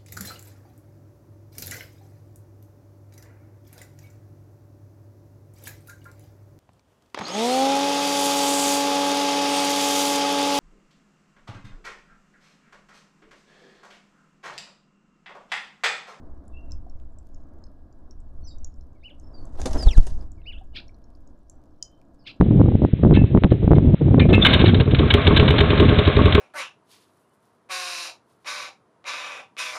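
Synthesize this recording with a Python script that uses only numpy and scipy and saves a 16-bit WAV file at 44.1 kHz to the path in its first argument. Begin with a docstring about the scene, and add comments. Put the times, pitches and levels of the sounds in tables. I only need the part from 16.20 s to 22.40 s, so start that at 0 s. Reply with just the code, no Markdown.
"""A garden feeder: beaks crack seed and tap the tray over a light breeze on the microphone and far traffic.
The flock bursts off in whooshing, rustling, clapping noise; a dove passes so close that its wing eddies,
two-sided pressure swings, overload the converter. Birds whistle (gliding sines) and scold
(sines roughened at half their pitch, with breath noise). Echoes are noise tails.
"""
import sys
import numpy as np
from scipy import signal
from scipy.fft import rfft, irfft, next_fast_len
from scipy.io import wavfile
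from scipy.ndimage import uniform_filter1d, map_coordinates

SR = 44100
rng = np.random.default_rng(int(sys.argv[2]) if len(sys.argv) > 2 else 0)


def wrap_up_sound(samples):
    """Save the sound to the file named by the first command line argument, as 16-bit audio."""
    columns = np.atleast_2d(samples).T
    # keep every value between -1 and 1, then stretch to whole-number steps
    tamed = np.clip(columns, -1, 1)
    steps = np.round(tamed * 32767).astype(np.int16)
    wavfile.write(sys.argv[1], SR, steps)


N = 273420
T = np.arange(N) / SR


def pecks():
    """A cracked husk rings in the modes nearest its brightest pitch; ticks are dry; taps ring the tray."""
    # beaks cracking seed: start_s, peak_db, brightest_hz
    crack_rows = [(0.2795, -50.5, 9700), (0.5091, -49, 5500), (0.519, -34.5, 5970), (0.6968, -53, 5640),
                  (0.9857, -47.5, 7300), (1.1452, -51, 6750), (1.4391, -44.5, 5500), (1.467, -58, 4880),
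                  (1.726, -56, 6800), (1.9093, -43, 5700), (2.0027, -57, 7900), (2.3835, -50, 6200),
                  (2.4452, -30, 6370), (2.5401, -58.5, 5963), (2.6093, -55, 5600), (2.9974, -48, 7000),
                  (3.2532, -47.5, 9000), (4.0108, -48.5, 5240), (4.1173, -48.5, 7340), (4.6808, -47, 5100),
                  (4.744, -57, 4200), (4.8406, -55.5, 5730), (4.9503, -56.5, 4720), (5.074, -54.5, 6800),
                  (5.2974, -39.5, 7900), (5.6255, -17.5, 6230)]
    # husk modes: mode_hz, relative_db
    husk_modes = [(4300, 9), (5350, 13), (6300, 6.5), (7000, 8), (7800, 4), (9400, -0.5), (11500, -12.5)]
    # seeds and husks ticking on the boards: start_s, peak_db
    tick_rows = [(0.8, -54), (1.0705, -54), (1.0894, -62), (1.3877, -60), (2.2098, -60), (4.9036, -56.5),
                 (5.439, -56), (5.8155, -55), (5.946, -62)]
    # beaks and feet on the tray: start_s, ring_hz, level_db
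    tap_rows = [(.3, 1090, -53), (.665, 716, -41.5), (2.91, 586, -46.5), (3.246, 1100, -48),
                (4.217, 2680, -53), (4.412, 748, -41), (4.693, 2280, -48.5), (5.815, 2420, -58)]
    # brittle click kernel, brightest near 6 kHz: amplitude per sample
    click_kernel = np.array([1, 3, 2, -2, -3, -1]) / 5
    husk_t60_s, give_way_s, tick_t60_s = 0.012, 0.00099, 0.0025

    out, t = np.zeros(N), T[:SR // 10]
    # distant beaks patter at random: start_s, peak_db, brightest_hz
    faint = rng.random((150, 3)) * [N / SR, 10, 5000] + [0, -78, 4500]
    for s, peak_db, bright_hz in [*crack_rows, *faint]:
        chance = rng.standard_normal(len(husk_modes) + 64)
        ring = np.zeros(len(t))
        for (hz, mode_db), level_chance, pitch_chance in zip(husk_modes, chance, chance[::-1]):
            octaves_off = np.log2(hz / bright_hz)
            gain = amp(mode_db + 2.5 * level_chance - 65 * octaves_off ** 2)
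            ring += gain * np.sin(2 * np.pi * hz * (1 + .045 * pitch_chance) * t)
        ring *= amp(-60 * t / husk_t60_s) * np.tanh(t / give_way_s) ** 2
        snap = np.convolve(chance[-64:], click_kernel, 'same') * np.hanning(64)
        ring[:64] += 0.13 * snap
        add(out, s, amp(peak_db) * ring / np.abs(ring).max())

    # random ticks: start_s, peak_db
    stray = rng.random((120, 2)) * [N / SR, 10] + [0, -72]
    for s, peak_db in [*tick_rows, *stray]:
        burst = rng.standard_normal(64) * amp(-60 * t[:64] / tick_t60_s)
        tick = np.convolve(burst, click_kernel)
        add(out, s, amp(peak_db) * tick / np.abs(tick).max())

    for s, hz, level_db in tap_rows:
        decay = amp(level_db - 60 * t * hz / 40)  # 60 dB in 40 cycles
        add(out, s, decay * np.sin(2 * np.pi * hz * t) * (1 - np.exp(-t * hz / 1.1)))
    return out


def wings():
    """Air whooshes through the wings stroke by stroke, feathers rub in quick grains, tips and feet strike."""
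    # beating wings, before common trims: time_s, whoosh_db, rustle_db
    beat_rows = [(3.03, -73, -85.5), (3.32, -63.5, -77), (3.4, -39.5, -57), (3.48, -38, -55),
                 (3.57, -34.5, -50), (3.68, -40, -53), (3.75, -43, -54), (3.9, -51, -61),
                 (4.08, -65.5, -86)]
    # wing tips and feet striking, before common trims: start_s, level_db, thud_relative_db, length_s
    clap_rows = [(3.265, -52, 8, 0.059), (3.35, -58, 18, 0.021), (3.508, -30.5, 5, 0.049),
                 (3.668, -25.5, 12, 0.022), (4.02, -50.5, 9.5, 0.053), (3.396, -45.5, 31, 0.014),
                 (3.4157, -24, 3.5, 0.016), (3.456, -15, 4, 0.045), (3.5318, -20.5, -5, 0.022),
                 (3.6247, -26, 6.5, 0.031), (3.7768, -22, 12, 0.016), (3.867, -26.5, -0.5, 0.043)]
    # air through the wings: freq_hz, relative_db_per_hz
    whoosh_spectrum = [(88, -48.5), (150, -14.5), (264, 0), (487, -6), (653, -5.5), (837, -9),
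                       (2500, -32.5), (3250, -80), (5500, -120)]
    # feather friction: freq_hz, relative_db_per_hz
    rustle_spectrum = [(1060, -31), (1800, -3.5), (2140, -20), (2720, -6.5), (6350, -3), (11200, -14.5),
                       (15500, -48)]
    # the dove's steady stroke
    downstroke_s, strokes_per_s, stroke_db = 3.675, 9.53, 3.5

    flying = np.clip(np.minimum(T - beat_rows[0][0], beat_rows[-1][0] - T) / 0.0089, 0, 1)
    whoosh_db, rustle_db = curves(beat_rows)
    whoosh_db = whoosh_db + stroke_db * np.cos(2 * np.pi * strokes_per_s * (T - downstroke_s))
    strokes = wobble(45)  # many small wings out of step
    whoosh = rush(whoosh_spectrum, lumps_db=2.5, rate=70)
    rustle = patchy(rush(rustle_spectrum, lumps_db=2.5, rate=200), depth_db=3.5)
    out = amp(whoosh_db - 3.0 + 1.13 * strokes) * whoosh
    out += amp(rustle_db + 1.5 * strokes) * rustle

    thud = rush(whoosh_spectrum, lumps_db=1, rate=110)
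    snap = patchy(rush(rustle_spectrum, lumps_db=2.0, rate=530), depth_db=2.5)
    snap_level, thud_level, t = np.zeros(N), np.zeros(N), T[:SR // 8]
    for s, db, thud_db, length in clap_rows:
        # a longer strike also swells more slowly
        add(snap_level, s, amp(db - 10.0 - 60 * t / length) * np.tanh(t / (1.4 * length ** 2)))
        thud_decay = amp(thud_db - 60 * t / (1.25 * length) + db - 5.0)
        add(thud_level, s, thud_decay * (1 - np.exp(-t / 0.0032)))
    return out * flying + snap_level * snap + thud_level * thud


def air():
    """Slow turbulence on the microphone, and two-sided pressure swings as wing eddies roll past."""
    # breeze: time_s, level_db
    breeze_rows = [(0, -36), (.3, -41.5), (.5, -30.5), (.9, -40), (1.5, -42), (1.85, -39.5), (2.25, -35),
                   (2.55, -33.5), (2.85, -48), (4.2, -34), (4.42, -35), (4.75, -41), (5.1, -44.5),
                   (5.6, -52.5), (6.2, -53.5)]
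    # turbulence: freq_hz, relative_db_per_hz
    gust_spectrum = [(3.5, -36.5), (6.0, 7.5), (19, -3.5), (37, -13.5), (67, -9.5), (118, -27),
                     (250, -40.5), (320, -55), (550, -120)]
    # passing eddies: centre_s, peak_before (full scale 1), core_before_s, peak_after, core_after_s
    eddy_rows = [(3.6735, .95, .0095, -.8, .014), (3.707, -.05, .01, .24, .013),
                 (3.7828, -.9, .012, 1.9, .015), (3.803, .1, .01, -.3, .034)]
    # the dove's downwash: strongest from-to, with straight dB slopes either side
    wash_peak_db, from_s, to_s, builds_db_per_s, dies_db_per_s = -23, 3.5, 3.91, 37, 63

    under_db = np.maximum(builds_db_per_s * (from_s - T), dies_db_per_s * (T - to_s))
    wash_db = wash_peak_db - np.maximum(0, under_db)
    level = np.hypot(amp(curves(breeze_rows)[0]), amp(wash_db))
    out = level * rush(gust_spectrum, lumps_db=2.0, rate=15)
    for s, before, core_before, after, core_after in eddy_rows:
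        u = np.abs(T - s) / np.where(T < s, core_before, core_after)
        swing = u / (1 + u * u) ** 3 * 216 / 25 / np.sqrt(5)  # peaks at 1
        out += np.where(T < s, before, after) * swing
    return out


def songs():
    """Gliding whistles: notes and falls tremble in level; songs pass a beak; all but falls echo."""
    # whistled notes: start_s, length_s, from_hz, to_hz, mid_bow_hz, peak_rms_db, peak_at_share
    note_rows = [(0.242, 0.15, 3770, 3290, 0, -88, 0.64), (0.329, 0.22, 2633, 2642, 108, -63, 0.098),
                 (2.229, 0.024, 4310, 4370, 0, -68, 0.51), (2.239, 0.026, 5960, 5900, -1, -59, 0.74),
                 (2.277, 0.028, 7470, 7360, 0, -63.5, .5), (2.257, 0.043, 5570, 4140, 98, -54, 0.87),
                 (2.3, 0.041, 3950, 3550, 30, -68.5, .4), (3.017, 0.11, 5260, 5200, 102, -72.5, .3),
                 (3.133, 0.082, 4820, 4520, -120, -58.5, 0.45), (5.191, 0.37, 5860, 5840, -1.5, -91, .4),
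                 (5.611, 0.17, 3064, 3080, -1, -69, .2), (5.99, 0.044, 5430, 4320, -160, -68, 0.65)]
    # firm falling whistles close by as the flock leaves: start_s, length_s, from_hz, to_hz,
    # mid_bow_hz, peak_rms_db, peak_at_share
    fall_rows = [(3.577, .161, 5320, 2500, 398.5, -38, 0.14), (3.634, .126, 5600, 1600, -480, -43, .5),
                 (3.706, 0.053, 6050, 3760, 152, -45.5, .3), (3.65, 0.0342, 1080, 620, 110, -35.5, 0.86)]
    # one song, before beak and song level: start_s from its arch, length_s, from_hz, to_hz,
    # mid_bow_hz, peak_db, peak_at_share
    song_rows = [(-.083, 0.066, 2375, 1920, -31, -60.5, 0.28), (-.019, 0.022, 1850, 1820, -4, -63, 0.5),
                 (-.003, .073, 1950, 1870, 1072.5, -37, .55), (.068, .065, 1900, 1890, -590, -43.5, 0.22)]
    # songs: arch_s, level_db, silent_after_s from the arch
    song_times = [(2.83, -4.5, 0.0993), (4.256, 1.5, 0.161)]
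    # open beak favouring a narrow range: freq_hz, gain_db
    beak_gain = [(1300, -29.5), (2100, -14), (2900, -3), (3700, -3.5), (4200, -29), (6000, -65)]
    # breathy puff as the arch begins
    puff_hz, puff_octaves, puff_s, puff_db = 4650, 0.17, 0.025, -64
    call_echo_db, song_echo_db = -2, -9  # the singer is nearer than the other callers
    waver = 0.015  # pitch unsteadiness as a share, before smoothing

    out, tremble = np.zeros(N), amp(5.1 * wobble(110))

    def shaky(s, call, share=1):
        """The call's level follows the shared random tremble."""
        return call * tremble[round(s * SR):][:len(call)] ** share

    def puff_band(hz):
        """A bell-shaped band on a log frequency axis."""
        return amp(-10 * (np.log2((hz + 1) / puff_hz) / puff_octaves) ** 2)

    calls = []
    for row in note_rows:
        note = whistle(contour(*row, waver=waver), smooth_s=0.0018)
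        calls.append((row[0], shaky(row[0], note), call_echo_db))
    for s, db, stop in song_times:
        for row in song_rows:
            part = whistle(contour(*row, fade_db=10.5), smooth_s=.002, beak=beak_gain)
            break_off = np.clip((stop - row[0] - T[:len(part)]) / 0.017, 0, 1)
            calls.append((s + row[0], amp(db) * part * break_off, song_echo_db))
        breath = filtered(rng.standard_normal(round(puff_s * SR)), puff_band)
        puff = amp(db + puff_db) * unit(breath) * np.hanning(len(breath))
        calls.append((s, puff, call_echo_db))
    for s, call, echo_db in calls:
        padded = np.pad(call, (0, SR // 2))
        add(out, s, padded + amp(echo_db) * echo(padded, size=1.4))
    for row in fall_rows:
        fall = whistle(contour(*row, waver=waver, fade_db=13), smooth_s=.004)
        add(out, row[0], shaky(row[0], fall, share=.9))
    return out


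def scolds():
    """With effort every other cycle of the syrinx weakens, adding lines at half the pitch; breath roughens it."""
    # one harsh scold: time_s after start, pitch_hz, relative_db
    scold_rows = [(0, 2900, -30), (.013, 2950, -16), (.018, 2000, -16), (.026, 2400, -1), (.035, 3650, 5),
                  (.043, 2200, 0), (.055, 2800, -2), (.063, 2250, -6), (.075, 3500, -8)]
    # scolds: start_s, level_db
    scold_times = [(4.531, -42), (6.043, -42.5)]
    # breath hissing in the throat: freq_hz, relative_db_per_hz
    breath_spectrum = [(1100, -40), (2300, -1), (3700, 5.5), (4900, -3), (5700, -16.5), (7400, -29),
                       (11000, -49)]

    out, effort, pitch_hz = np.zeros(N), np.zeros(N), np.zeros(N)
    for s, db in scold_times:
        call = whistle(scold_rows, smooth_s=0.0022)
        t = T[:len(call)]
        add(out, s, amp(db) * call)
        add(effort, s, np.clip(t / .018, 0, 1) ** 2)
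        add(pitch_hz, s, uniform_filter1d(curves(scold_rows, t)[0], round(0.0041 * SR)))
    half_pitch_phase = np.pi * np.cumsum(pitch_hz + 120 * wobble(160)) / SR
    chop = np.cos(half_pitch_phase) * amp(1.0 + 3 * wobble(220))
    rough = out * (1 + effort * chop)

    def throat(hz):
        """Passes the middle: weak below 1700 Hz and above 5800 Hz."""
        return 1 / (1 + (1700 / (hz + 1)) ** 6) / (1 + (hz / 5800) ** 4)

    push = np.sqrt(np.abs(uniform_filter1d(out ** 2, round(0.0097 * SR))))
    breath = patchy(rush(breath_spectrum, lumps_db=2, rate=300), depth_db=4)
    rough = filtered(rough, throat) + amp(-2) * push * effort * breath
    return rough + amp(-8.5) * echo(rough, size=1.2)


def garden():
    """Far traffic as lumpy low noise over a steady leaf and microphone hiss; a faint whine and hum waver."""
    # far drone: time_s, level_db
    drone_rows = [(0, -48.5), (.45, -55), (1.55, -55), (1.9, -56), (2.9, -57.5), (3.25, -51), (4.4, -56.5),
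                  (4.8, -57), (6.2, -57)]
    # far traffic: freq_hz, relative_db_per_hz
    drone_spectrum = [(71, -16), (120, 0.5), (146, -5.5), (296, 1), (423, -12), (677, -8.5), (815, -17),
                      (1030, -17.5), (1610, -28), (2300, -46.5), (2990, -72), (5060, -120)]
    # leaf and microphone hiss: freq_hz, relative_db_per_hz
    hiss_spectrum = [(1200, -21.5), (2300, -3.5), (5000, -2), (7000, -7.5), (15500, -13.5)]

    whine = amp(-83.0 + 2.7 * wobble(2.93)) * np.sin(2 * np.pi * 1650 * T + 2.5 * wobble(15))
    mains_hum = amp(-70.5 + 3 * wobble(1.8)) * np.sin(2 * np.pi * 101.5 * T + wobble(3.6))
    hiss = amp(-85.0) * rush(hiss_spectrum, lumps_db=.3, rate=9)
    drone = amp(curves(drone_rows)[0]) * rush(drone_spectrum, lumps_db=2.0, rate=12)
    return drone + hiss + whine + mains_hum


def echo(x, size=1):
    """Trees and walls answer with a noise tail, each frequency dying at its own speed; size scales its length."""
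    # decay at size 1: freq_hz, t60_s
    decay_rows = [(300, 0.1), (3000, 0.14), (6000, 0.15), (12000, 0.11)]
    hz, t, z = signal.stft(rng.standard_normal(SR // 2), SR, nperseg=256)
    t60_s = along(decay_rows, hz)[:, None]
    tail = signal.istft(z * amp(-60 * t / size / t60_s), SR, nperseg=256)[1]
    delayed = np.pad(x, (130, 0))  # 130 samples, 2.9 ms
    return signal.fftconvolve(delayed, tail / np.linalg.norm(tail))[:len(x)]


def whistle(rows, smooth_s, beak=None):
    """A gliding sine from (s, Hz, rms dB) rows, faded at both ends; through a beak it also has its octave."""
    overtone_db = -2.5
    t = np.arange(rows[0][0], rows[-1][0], 1 / SR)
    hz, root_level = curves([(s, f, amp(db / 2)) for s, f, db in rows], t)
    hz = uniform_filter1d(hz, round(smooth_s * SR))
    phase = 2 * np.pi * np.cumsum(hz) / SR
    fade = np.clip(np.minimum(t - t[0], t[-1] - t) / 0.0024, 0, 1)
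    tone = np.sin(phase)
    if beak:
        octave = amp(overtone_db + along(beak, 2 * hz)) * np.sin(2 * phase)
        tone = amp(along(beak, hz)) * tone + octave
    return np.sqrt(2) * root_level ** 2 * fade * tone


def contour(s, length, from_hz, to_hz, bow_hz, db, peak, waver=0, fade_db=20):
    """(s, Hz, dB) rows of a note: a bowed glide that swells to its peak and fades to fade_db under it."""
    swell_db, fade_curve = 13, 1.02  # start under the peak; 1 = straight fade in dB
    u, peak = np.linspace(0, 1, num=33), np.clip(peak, .05, .95)
    hz = from_hz + (to_hz - from_hz) * u + bow_hz * 4 * u * (1 - u)
    hz *= 1 + waver * uniform_filter1d(rng.standard_normal(len(u)), size=3)
    swell = swell_db * (1 - u / peak) ** 2
    fade = fade_db * np.abs((u - peak) / (1 - peak)) ** fade_curve
    return np.transpose([s + length * u, hz, db - np.where(u < peak, swell, fade)])


def rush(spectrum, lumps_db, rate):
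    """Coloured noise of rms 1 whose level comes in lumps."""
    noise = filtered(rng.standard_normal(N), lambda hz: amp(along(spectrum, hz)))
    return unit(noise * amp(lumps_db * wobble(rate)))


def patchy(x, depth_db):
    """Random gain patches in time and pitch, each in its own short band; rms 1."""
    z = signal.stft(x, nperseg=256)[2]
    field = uniform_filter1d(rng.standard_normal(z.shape), size=9, axis=0)
    field = uniform_filter1d(field, size=3, axis=1)
    return unit(signal.istft(z * amp(depth_db * unit(field)), nperseg=256)[1][:N])


def filtered(x, response):
    """x times a response of frequency."""
    m = next_fast_len(len(x) + 8192)
    return irfft(rfft(x, m) * response(np.fft.rfftfreq(m, 1 / SR)), m)[:len(x)]


def wobble(rate):
    """A smooth random curve, rate knots a second."""
    return map_coordinates(rng.standard_normal(int(N * rate / SR) + 4), [T * rate])


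def curves(rows, t=T):
    """One value per sample for each column after the time."""
    s, *cols = np.transpose(rows)
    return [np.interp(t, s, c) for c in cols]


def along(points, hz):
    """(Hz, value) points interpolated on a log frequency axis."""
    f, v = np.transpose(points)
    return np.interp(np.log(hz + 1), np.log(f + 1), v)


def add(track, s, sound):
    """Mixes a sound in at time s."""
    part = track[round(s * SR):][:len(sound)]
    part += sound[:len(part)]


def unit(x):
    """Scaled to rms 1."""
    return x / np.sqrt(np.mean(x ** 2) + 1e-20)


def amp(db):
    """Decibels to gain."""
    return 10 ** (np.asarray(db) / 20)


def scene():
    """Everything at the microphone; the feeder's frame and boughs echo the pecks, the garden the flock."""
    near, flock = pecks(), wings()
    feeder = near + amp(-13.5) * echo(near, size=1.1)
    departure = flock + amp(-8.5) * echo(flock)
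    return (feeder + departure + air() + songs() + scolds() + garden())[None]


def record(dry):
    """The converter clips the strongest push; nothing is kept above the band limit."""
    ceiling, top_hz = .953, 15700  # ceiling as a share of full scale
    clipped = np.clip(dry[0], -ceiling, ceiling)
    return filtered(clipped, lambda hz: hz < top_hz)[None]


dry = scene()
out = record(dry)
wrap_up_sound(out)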